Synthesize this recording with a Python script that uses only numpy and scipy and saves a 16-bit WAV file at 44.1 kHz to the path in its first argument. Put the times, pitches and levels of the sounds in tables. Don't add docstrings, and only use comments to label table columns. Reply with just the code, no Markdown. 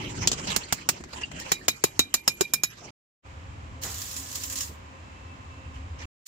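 import sys
import numpy as np
from scipy import signal
from scipy.io import wavfile

SR = 44100
rng = np.random.default_rng(int(sys.argv[2]) if len(sys.argv) > 2 else 0)


def inscribe(sig):
    pcm = np.round(np.clip(np.atleast_2d(sig).T, -1, 1) * 32767)
    wavfile.write(sys.argv[1], SR, pcm.astype(np.int16))


N = 276507


def from_db(db):
    return 10 ** (np.asarray(db) / 20)


def rms_one(x):
    return x / np.sqrt(np.mean(x ** 2) + 1e-20)


def sides(left_right_db):
    return from_db(left_right_db / 2 * np.array([[1], [-1]]))


def padded(x, start):
    out = np.zeros((2, N))
    out[:, start:start + x.shape[1]] = x[:, :N - start]
    return out


def at_hz(points, hz):
    points_hz, values = np.transpose(points)
    return np.interp(np.log(hz), np.log(points_hz), values)


def drift(rate_hz, size):
    step, run_in = 40, 2000
    r = np.exp(-2 * np.pi * rate_hz * step / SR)
    white = rng.standard_normal(size // step + run_in + 2)
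    slow = signal.lfilter([1], [1, -2 * r, r * r], white)[run_in:]
    return np.interp(np.arange(size) / step, np.arange(len(slow)), rms_one(slow))


def clicks(times_s, gains, size=N):
    train = np.full(size, 1e-18)
    train[np.round(np.asarray(times_s) * SR).astype(int)] = gains
    return train


def random_clicks(per_s):
    return (rng.random(N) < per_s / SR) * rng.exponential(1, N) + 1e-18


def dying(train, t60_s, rise_s):
    fall, rise = from_db(-60 / (t60_s * SR)), np.exp(-1 / (rise_s * SR))
    return signal.lfilter([1 - rise], [1, -rise], signal.lfilter([1], [1, -fall], train))


def ring(train, hz, t60_s):
    r, w = from_db(-60 / (t60_s * SR)), 2 * np.pi * hz / SR
    return signal.lfilter([0, np.sin(w)], [1, -2 * r * np.cos(w), r * r], train)


def bands(correlation, low_hz, top_hz, size):
    edges = 25 * 2 ** np.arange(0, 9.5, 1 / 3)
    white = rng.standard_normal((2, 2, size + SR // 10))
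    for k, (low, high) in enumerate(zip(edges, edges[1:])):
        if high > low_hz and low < top_hz:
            centre_hz = np.sqrt(low * high)
            bandpass = signal.butter(3, [low, high], "band", fs=SR, output="sos")
            mid, side = signal.sosfilt(bandpass, white[k % 2])[:, -size:]
            alike = np.clip(at_hz(correlation, centre_hz), -1, 1)
            yield centre_hz, np.sqrt(1 + alike) * mid + np.sqrt(1 - alike) * side * [[1], [-1]]


def coloured(spectrum, correlation, balance, flicker_db, flicker_hz, span):
    size = span[1] - span[0]
    out, together = 0, drift(flicker_hz, size)
    for hz, noise in bands(correlation, spectrum[0][0], spectrum[-1][0], size):
        wander_db = flicker_db * (together + 1.62 * drift(flicker_hz, size))
        out = out + sides(at_hz(balance, hz)) * noise * from_db(at_hz(spectrum, hz) + wander_db)
    return padded(rms_one(out), span[0])


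def narrow(hz, width_hz, correlation, size):
    r = np.exp(-np.pi * width_hz / SR)
    mid, side = rng.standard_normal((2, size))
    x = mid + np.sqrt((1 - correlation) / (1 + correlation)) * side * [[1], [-1]]
    for _ in range(2):
        x = signal.lfilter([1, 0, -1], [1, -2 * r * np.cos(2 * np.pi * hz / SR), r * r], x)
    return rms_one(x)


# time in seconds, rumble in dB, grit in dB.
GROUND_LEVELS = [(0, -36.5, -40), (.15, -33.5, -41), (.5, -37, -39), (.68, -44, -43), (1, -48.5, -50),
                 (1.45, -46, -49.5), (1.7, -48.5, -52), (2.2, -54.5, -51), (2.72, -54, -53.5),
                 (2.91, -47.5, -52.5)]
# frequency in Hz, relative density in dB.
RUMBLE_SPECTRUM = [(15, -38), (25, -9), (119, 1), (189, -4.5), (375, -4), (415, -10), (452, -14.5),
                   (626, -14), (1500, -30), (1950, -60), (3300, -120)]
SCRAPE_SPECTRUM = [(290, -31.5), (500, -1), (710, -11.5), (911, -1.5), (1370, -8), (1610, -6), (2730, -4),
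                   (3880, -16), (4830, -10.5), (7170, -12), (10500, -38.5), (14000, -30.5), (16500, -58)]
# frequency in Hz, left-right correlation.
GROUND_CORRELATION = [(60, 1), (110, 0.94), (200, 0.95), (380, 0.63), (700, -0.29), (1290, -0.48),
                      (2380, 0.1), (4400, 0.19), (8120, -0.47), (15000, 0.32)]
# frequency in Hz, left over right in dB.
GROUND_BALANCE = [(60, 0.5), (180, 1.5), (550, -1), (1650, -2.5), (4970, -7.5), (15000, 1)]
# start in seconds, level in dB, T60 in seconds.
DRAGS = [(0.04, -33, 0.054), (0.213, -34.5, 0.22), (0.375, -28, 0.056), (0.469, -23.5, 0.19),
         (0.515, -28.5, 0.1), (.615, -52, .39), (1.127, -37, 0.21), (1.159, -41, 0.05),
         (1.211, -36.5, 0.083), (1.312, -40.5, .3), (1.391, -42, 0.95), (2.77, -50, 0.45),
         (5.741, -43, 0.18), (5.985, -43, 0.46), (6.013, -37.5, 0.043)]


def dragging():
    t = np.arange(N) / SR
    times_s, *levels_db = np.transpose(GROUND_LEVELS)
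    rumble_gain, grit_gain = (from_db(np.interp(t, times_s, db, right=-140)) for db in levels_db)
    stereo = GROUND_CORRELATION, GROUND_BALANCE
    rumble = coloured(RUMBLE_SPECTRUM, *stereo, flicker_db=2, flicker_hz=4.2, span=(0, HAMMER_END))
    scrape = coloured(SCRAPE_SPECTRUM, *stereo, flicker_db=2.5, flicker_hz=13, span=(0, N))
    drags = sum(dying(clicks([s], from_db(db)), t60_s, rise_s=.0085) for s, db, t60_s in DRAGS)
    stones = dying(random_clicks(per_s=250), t60_s=.012, rise_s=.0006)
    return rumble_gain * rumble + (grit_gain + drags * (.8 + .35 * stones)) * scrape


# start in seconds, frequency in Hz, level in dB.
BRIEF_TONES = [(.272, 3400, -27), (.48, 950, -35), (.632, 4300, -31), (1.155, 1000, -34),
               (1.232, 2800, -22), (1.232, 4700, -34), (1.399, 5400, -35), (1.415, 1850, -35),
               (1.445, 2650, -42), (1.61, 1800, -42), (2.812, 700, -45), (3.82, 4200, -38)]


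def clinks_and_squeak():
    out, size = 0, SR // 4
    for start_s, hz, db in BRIEF_TONES:
        envelope = dying(clicks([0], from_db(db), size), t60_s=.1 * (1000 / hz) ** .6, rise_s=.003)
        band = narrow(hz, width_hz=hz / 16, correlation=.2, size=size)
        out = out + padded(band * envelope, round(start_s * SR))
    return out


ROD_KNOCKS = [(.273, -4.5, -0.5, -9.5, -13, -14.5), (0.3157, -12, -1, -5, -10.5, -22.5),
              (.33, -21, 1, -1, -6, -27.5), (1.0057, -49.5, -6, 26.5, 17, -8),
              (1.038, -34, 1, -11, 5.5, -26.5), (1.315, -35.5, 4, -2, 8, -14),
              (1.3977, -31.5, -4, -12, -9, -2)]
FAR_BLOWS = [(0.5618, -10.5, -7, -1.5, -1), (0.7244, -10, -5, -0.5, -2), (.8888, -6.5, -3, -8, -1)]
NEAR_BLOWS = [(1.5175, -7.5, -2.5, -5.5, -3, -21, -33, -27, -25.5),
              (1.6817, -7.5, 4, -7, -1, -25.5, -27.5, -27.5, -24.5),
              (1.8387, -7.5, -0.5, -2.5, 0, -10.5, -37.5, -33, -28.5),
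              (1.9922, -6.5, -3, -2.5, -2.5, -32, -33, -15.5, -30),
              (2.1402, -8.5, -3, -8.5, 2, -19, -34.5, -30.5, -26.5),
              (2.2771, -8.5, 0.5, -1.5, -1, -31, -27, -33, -14),
              (2.4086, -10, -4, -1.5, -2, -9.5, -29, -34.5, -26),
              (2.5359, -12, -4.5, -5.5, 7, -23.5, -30.5, -34.5, -19.5),
              (2.6344, -12.5, -1.5, -9.5, 0.5, -34, -32.5, -29.5, -23)]


def all_blows():
    hammer = [(*row[:4], 0, row[4]) for row in FAR_BLOWS + NEAR_BLOWS]
    return np.transpose(sorted(list(map(tuple, ROD_KNOCKS)) + hammer))


# frequency in Hz, relative density in dB.
CRACK_SPECTRUM = [(35, -16.5), (60, -10.5), (240, -2.5), (534, -2), (2090, -8.5), (2400, -10.5), (3420, -9),
                  (3750, -15.5), (4430, -8), (6760, -7.5), (10600, -17), (14700, -11), (16500, -28)]
# frequency in Hz, T60 in seconds.
CRACK_DECAY = [(80, 0.083), (500, 0.023), (3000, 0.036), (15000, 0.045)]
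# frequency in Hz, rattle relative to crack in dB.
RATTLE_LEVELS = [(80, -20), (500, -24), (1500, -23), (4000, -17), (8000, -22), (10500, -30), (15000, -28)]
# frequency in Hz, left-right correlation.
CRACK_CORRELATION = [(60, 0.55), (110, 0.59), (200, 0.46), (380, 0.03), (700, -0.49), (1290, -0.25),
                     (2380, -0.0), (4400, 0.06), (8120, -0.14), (15000, 0.07)]
# frequency in Hz, left over right in dB.
CRACK_BALANCE = [(60, 7), (130, 0.5), (290, 3), (640, 5.5), (1410, 1.5), (3100, 5.5), (6820, -3),
                 (15000, 4.5)]
CRACK_GAIN_DB, CUTOFF_HZ = 4.5, 16700


def cracks():
    starts_s, level_db, pan_db, thud_db, knock_db, treble_db = all_blows()
    offsets_db, crossovers_hz = [thud_db, knock_db, 0, treble_db], [600, 2500, 9000]
    out = 0
    for hz, noise in bands(CRACK_CORRELATION, 60, CUTOFF_HZ, HAMMER_END):
        colour_db = offsets_db[np.searchsorted(crossovers_hz, hz)] + at_hz(CRACK_SPECTRUM, hz)
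        train = clicks(starts_s, from_db(level_db + colour_db + CRACK_GAIN_DB), HAMMER_END)
        t60_s = at_hz(CRACK_DECAY, hz)
        crack = dying(train, t60_s, rise_s=.00051)
        rattle = from_db(at_hz(RATTLE_LEVELS, hz)) * dying(train, 3.1 * t60_s, rise_s=.0067)
        out = out + noise * (crack + rattle) * sides(at_hz(CRACK_BALANCE, hz))
    latest_blow = np.clip(np.searchsorted(starts_s, np.arange(HAMMER_END) / SR) - 1, 0, None)
    return out * sides(pan_db[latest_blow])


# frequency in Hz, level relative to the blow in dB, T60 in seconds.
FAINT_MODES = [(3262, -30, .045), (4748, -28, .06), (5986, -28, .05), (7354, -30, .045), (9184, -30, .045),
               (10630, -32, .04), (13280, -34, .04), (14110, -34, .045), (14800, -30, .045)]


def faint_rings():
    starts_s, blow_db = all_blows()[:2]
    out = np.zeros((2, HAMMER_END))
    for hz, mode_db, t60_s in FAINT_MODES:
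        chance = rng.normal(0, 1, (len(starts_s), 2, 2))
        for side in range(2):
            scatter_db, sign = 3 * chance[:, side, 0], np.sign(chance[:, side, 1])
            gains = sign * from_db(blow_db + mode_db + scatter_db)
            out[side] += ring(clicks(starts_s, gains, HAMMER_END), hz, t60_s)
    return out


# frequency in Hz, T60 in seconds, left over right in dB,
# twin offset in Hz.
STRONG_MODES = [(370, .032, 5, 60), (2390, .21, -6, 14), (3835, .14, -3, 40), (4015, .075, -2, 30),
                (5285, .055, -8, 45), (6720, .048, -9, 60), (11580, .27, 4, 45)]
ROD_UPPER_OFFSET_DB, CLANK_DB, HEAD_DB = -2, -19, -44


def strong_rings():
    starts_s, *_, hollow_db, pipe_db, low_rod_db, high_rod_db = np.transpose(NEAR_BLOWS)
    levels_db = np.broadcast_arrays(hollow_db, pipe_db, low_rod_db, low_rod_db + ROD_UPPER_OFFSET_DB,
                                    high_rod_db, CLANK_DB, HEAD_DB)
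    start = round(starts_s[0] * SR)
    t = np.arange(start, HAMMER_END) / SR
    latest_blow = np.clip(np.searchsorted(starts_s, t) - 1, 0, None)
    age_s = np.clip(t - starts_s[latest_blow], 0, None)
    out = 0
    for (hz, t60_s, pan_db, split_hz), level_db in zip(STRONG_MODES, levels_db):
        phase = rng.uniform(0, 2 * np.pi, (len(starts_s), 2, 2))[latest_blow].T
        mode = np.sin(2 * np.pi * hz * age_s + phase[0])
        twin = .45 * np.sin(2 * np.pi * (hz + split_hz) * age_s + phase[1])
        waver_db = 3.5 * drift(rate_hz=50, size=len(t))
        envelope = from_db(level_db[latest_blow] - 60 * age_s / t60_s + waver_db)
        out = out + (mode + twin) * envelope * sides(pan_db)
    attack = 1 - np.exp(-age_s / .0015)
    return padded(out * attack, start)


# start in seconds, level in dB, upper edge in Hz, T60 in seconds.
BUMPS = [(2.805, -46, 1200, 0.22), (2.847, -39.5, 597, 0.084), (3.831, -39, 1810, 0.46),
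         (4.69, -32, 280, 0.067)]


def bumps():
    out = 0
    for start_s, db, top_hz, t60_s in BUMPS:
        bandpass = signal.butter(2, [70, top_hz], "band", fs=SR, output="sos")
        dull = rms_one(signal.sosfilt(bandpass, rng.standard_normal(N)))
        out = out + dull * dying(clicks([start_s], from_db(db)), t60_s, rise_s=.013)
    return out


# time in seconds, level in dB.
DRONE_LEVELS = [(3.22, -46.5), (3.46, -39.5), (3.88, -40.5), (4.0, -46), (4.6, -46.5), (5.2, -48.5),
                (5.36, -42), (5.55, -45), (5.8, -39.5), (6.06, -43)]
# frequency in Hz, width in Hz, full level in dB, its start and end in seconds.
WHINES = [(266.1, 10.7, -57.5, 3.6, 6.1), (531.2, 16.4, -62, 2.8, 6.1), (1032, 89, -57.5, 3.74, 7.2),
          (2660, 15, -60, 4.93, 5.65)]
# frequency in Hz, relative density in dB.
WASH_SPECTRUM = [(82, -41), (140, -10.5), (226, -9.5), (260, -4), (305, -13), (523, -16.5), (566, -15.5),
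                 (1050, -10), (1570, -16.5), (2580, -17.5), (3840, -28), (7140, -32), (11500, -57.5),
                 (14600, -50), (16500, -70)]
# frequency in Hz, left-right correlation.
YARD_CORRELATION = [(60, 0.95), (110, 0.088), (200, 1), (380, 0.56), (700, -0.031), (1290, -0.7),
                    (2380, 0.15), (4400, 0.035), (8120, 0.042), (15000, -0.052)]
# frequency in Hz, left over right in dB.
YARD_BALANCE = [(60, -3), (180, 1.5), (550, 3), (1650, -2.0), (4970, -5.5), (15000, 0.5)]
WASH_DB = -49


def machines():
    start, end = (round(s * SR) for s in AUDIBLE_SPANS[1][:2])
    t = np.arange(start, end) / SR
    wash = coloured(WASH_SPECTRUM, YARD_CORRELATION, YARD_BALANCE,
                    flicker_db=.07, flicker_hz=4.7, span=(start, end))
    whines = 0
    for hz, width_hz, db, from_s, until_s in WHINES:
        dip_db = np.clip(60 * np.minimum(t - from_s, until_s - t), -12, 0)
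        correlation = np.clip(at_hz(YARD_CORRELATION, hz), -.9, .9)
        whines = whines + from_db(db + dip_db) * narrow(hz, width_hz, correlation, len(t))
    drone_db = np.interp(t, *np.transpose(DRONE_LEVELS))
    drone = from_db(drone_db) * narrow(hz=77, width_hz=38.6, correlation=.97, size=len(t))
    return padded(drone + whines, start) + from_db(WASH_DB) * wash


# frequency in Hz, relative density in dB.
ARC_SPECTRUM = [(710, -66), (1200, 0.5), (1540, -19.5), (1670, -3.5), (2150, -14), (2560, -7), (3520, -6),
                (4470, -3.5), (6940, 0.5), (9330, -10.5), (14800, -5), (16000, -14), (16500, -63)]
# start in seconds, level in dB.
SPITS = [(3.826, -43), (3.8348, -29.5), (3.9428, -37), (3.9824, -49), (4.0165, -33), (4.1124, -37),
         (4.1644, -31.5), (4.315, -44), (4.355, -30), (4.4363, -29.5), (4.499, -32.5), (4.5247, -32),
         (4.556, -26), (4.585, -36), (4.607, -28)]
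ARC_ON_S, ARC_OFF_S, ARC_RISE_S, ARC_FALL_DB_PER_S = 3.812, 4.64, .0086, 202
HISS_DB, SPUTTER_DB, FLARE_OFFSET_DB, SPIT_T60_S = -41.5, -53.5, -10.5, .03
LAST_SCRAPE_S, LAST_SCRAPE_DB = 6.25, -41


def arc_and_last_scrape():
    t = np.arange(N) / SR
    strike = np.clip((t - ARC_ON_S) / ARC_RISE_S, 0, 1)
    burning = strike * from_db(-ARC_FALL_DB_PER_S * np.clip(t - ARC_OFF_S, 0, None))
    small_drops = from_db(SPUTTER_DB) * random_clicks(per_s=90)
    hiss = burning * (from_db(HISS_DB) + dying(small_drops, SPIT_T60_S, rise_s=.0003))
    starts_s, spit_db = np.transpose(SPITS)
    big_drops = clicks(starts_s, from_db(spit_db))
    spits = dying(big_drops, SPIT_T60_S, rise_s=.00034)
    flares = from_db(FLARE_OFFSET_DB) * dying(big_drops, t60_s=.23, rise_s=.006)
    scrape = from_db(LAST_SCRAPE_DB) * (t > LAST_SCRAPE_S)
    noise = coloured(ARC_SPECTRUM, YARD_CORRELATION, YARD_BALANCE,
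                     flicker_db=1.08, flicker_hz=24, span=(round(ARC_ON_S * SR), N))
    return (hiss + spits + flares + scrape) * noise


# start, end and fade-in, all in seconds.
AUDIBLE_SPANS = [(0, 2.906, .001), (3.222, 6.055, .04), (6.254, 6.28, .014)]
HAMMER_END = round(AUDIBLE_SPANS[0][1] * SR)


def scene():
    t = np.arange(N) / SR
    gate = sum(np.clip((t - start_s) / fade_s, 0, 1) ** 2 * (t < end_s)
               for start_s, end_s, fade_s in AUDIBLE_SPANS)
    hammering = padded(cracks() + faint_rings(), 0) + strong_rings()
    return gate * (hammering + clinks_and_squeak() + dragging()
                   + machines() + arc_and_last_scrape() + bumps())


PORT_HZ, PORT_WIDTH_HZ, PORT_GAIN = 7076, 480, .91


def record(dry):
    r, w = np.exp(-np.pi * PORT_WIDTH_HZ / SR), 2 * np.pi * PORT_HZ / SR
    resonance = (1 - r * r) / 2 * signal.lfilter([1, 0, -1], [1, -2 * r * np.cos(w), r * r], dry)
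    rounded = 1.3 * np.tanh((dry + PORT_GAIN * resonance) / 1.3)
    return signal.sosfilt(signal.cheby2(12, 70, CUTOFF_HZ, fs=SR, output="sos"), rounded)


dry = scene()
out = record(dry)
inscribe(out)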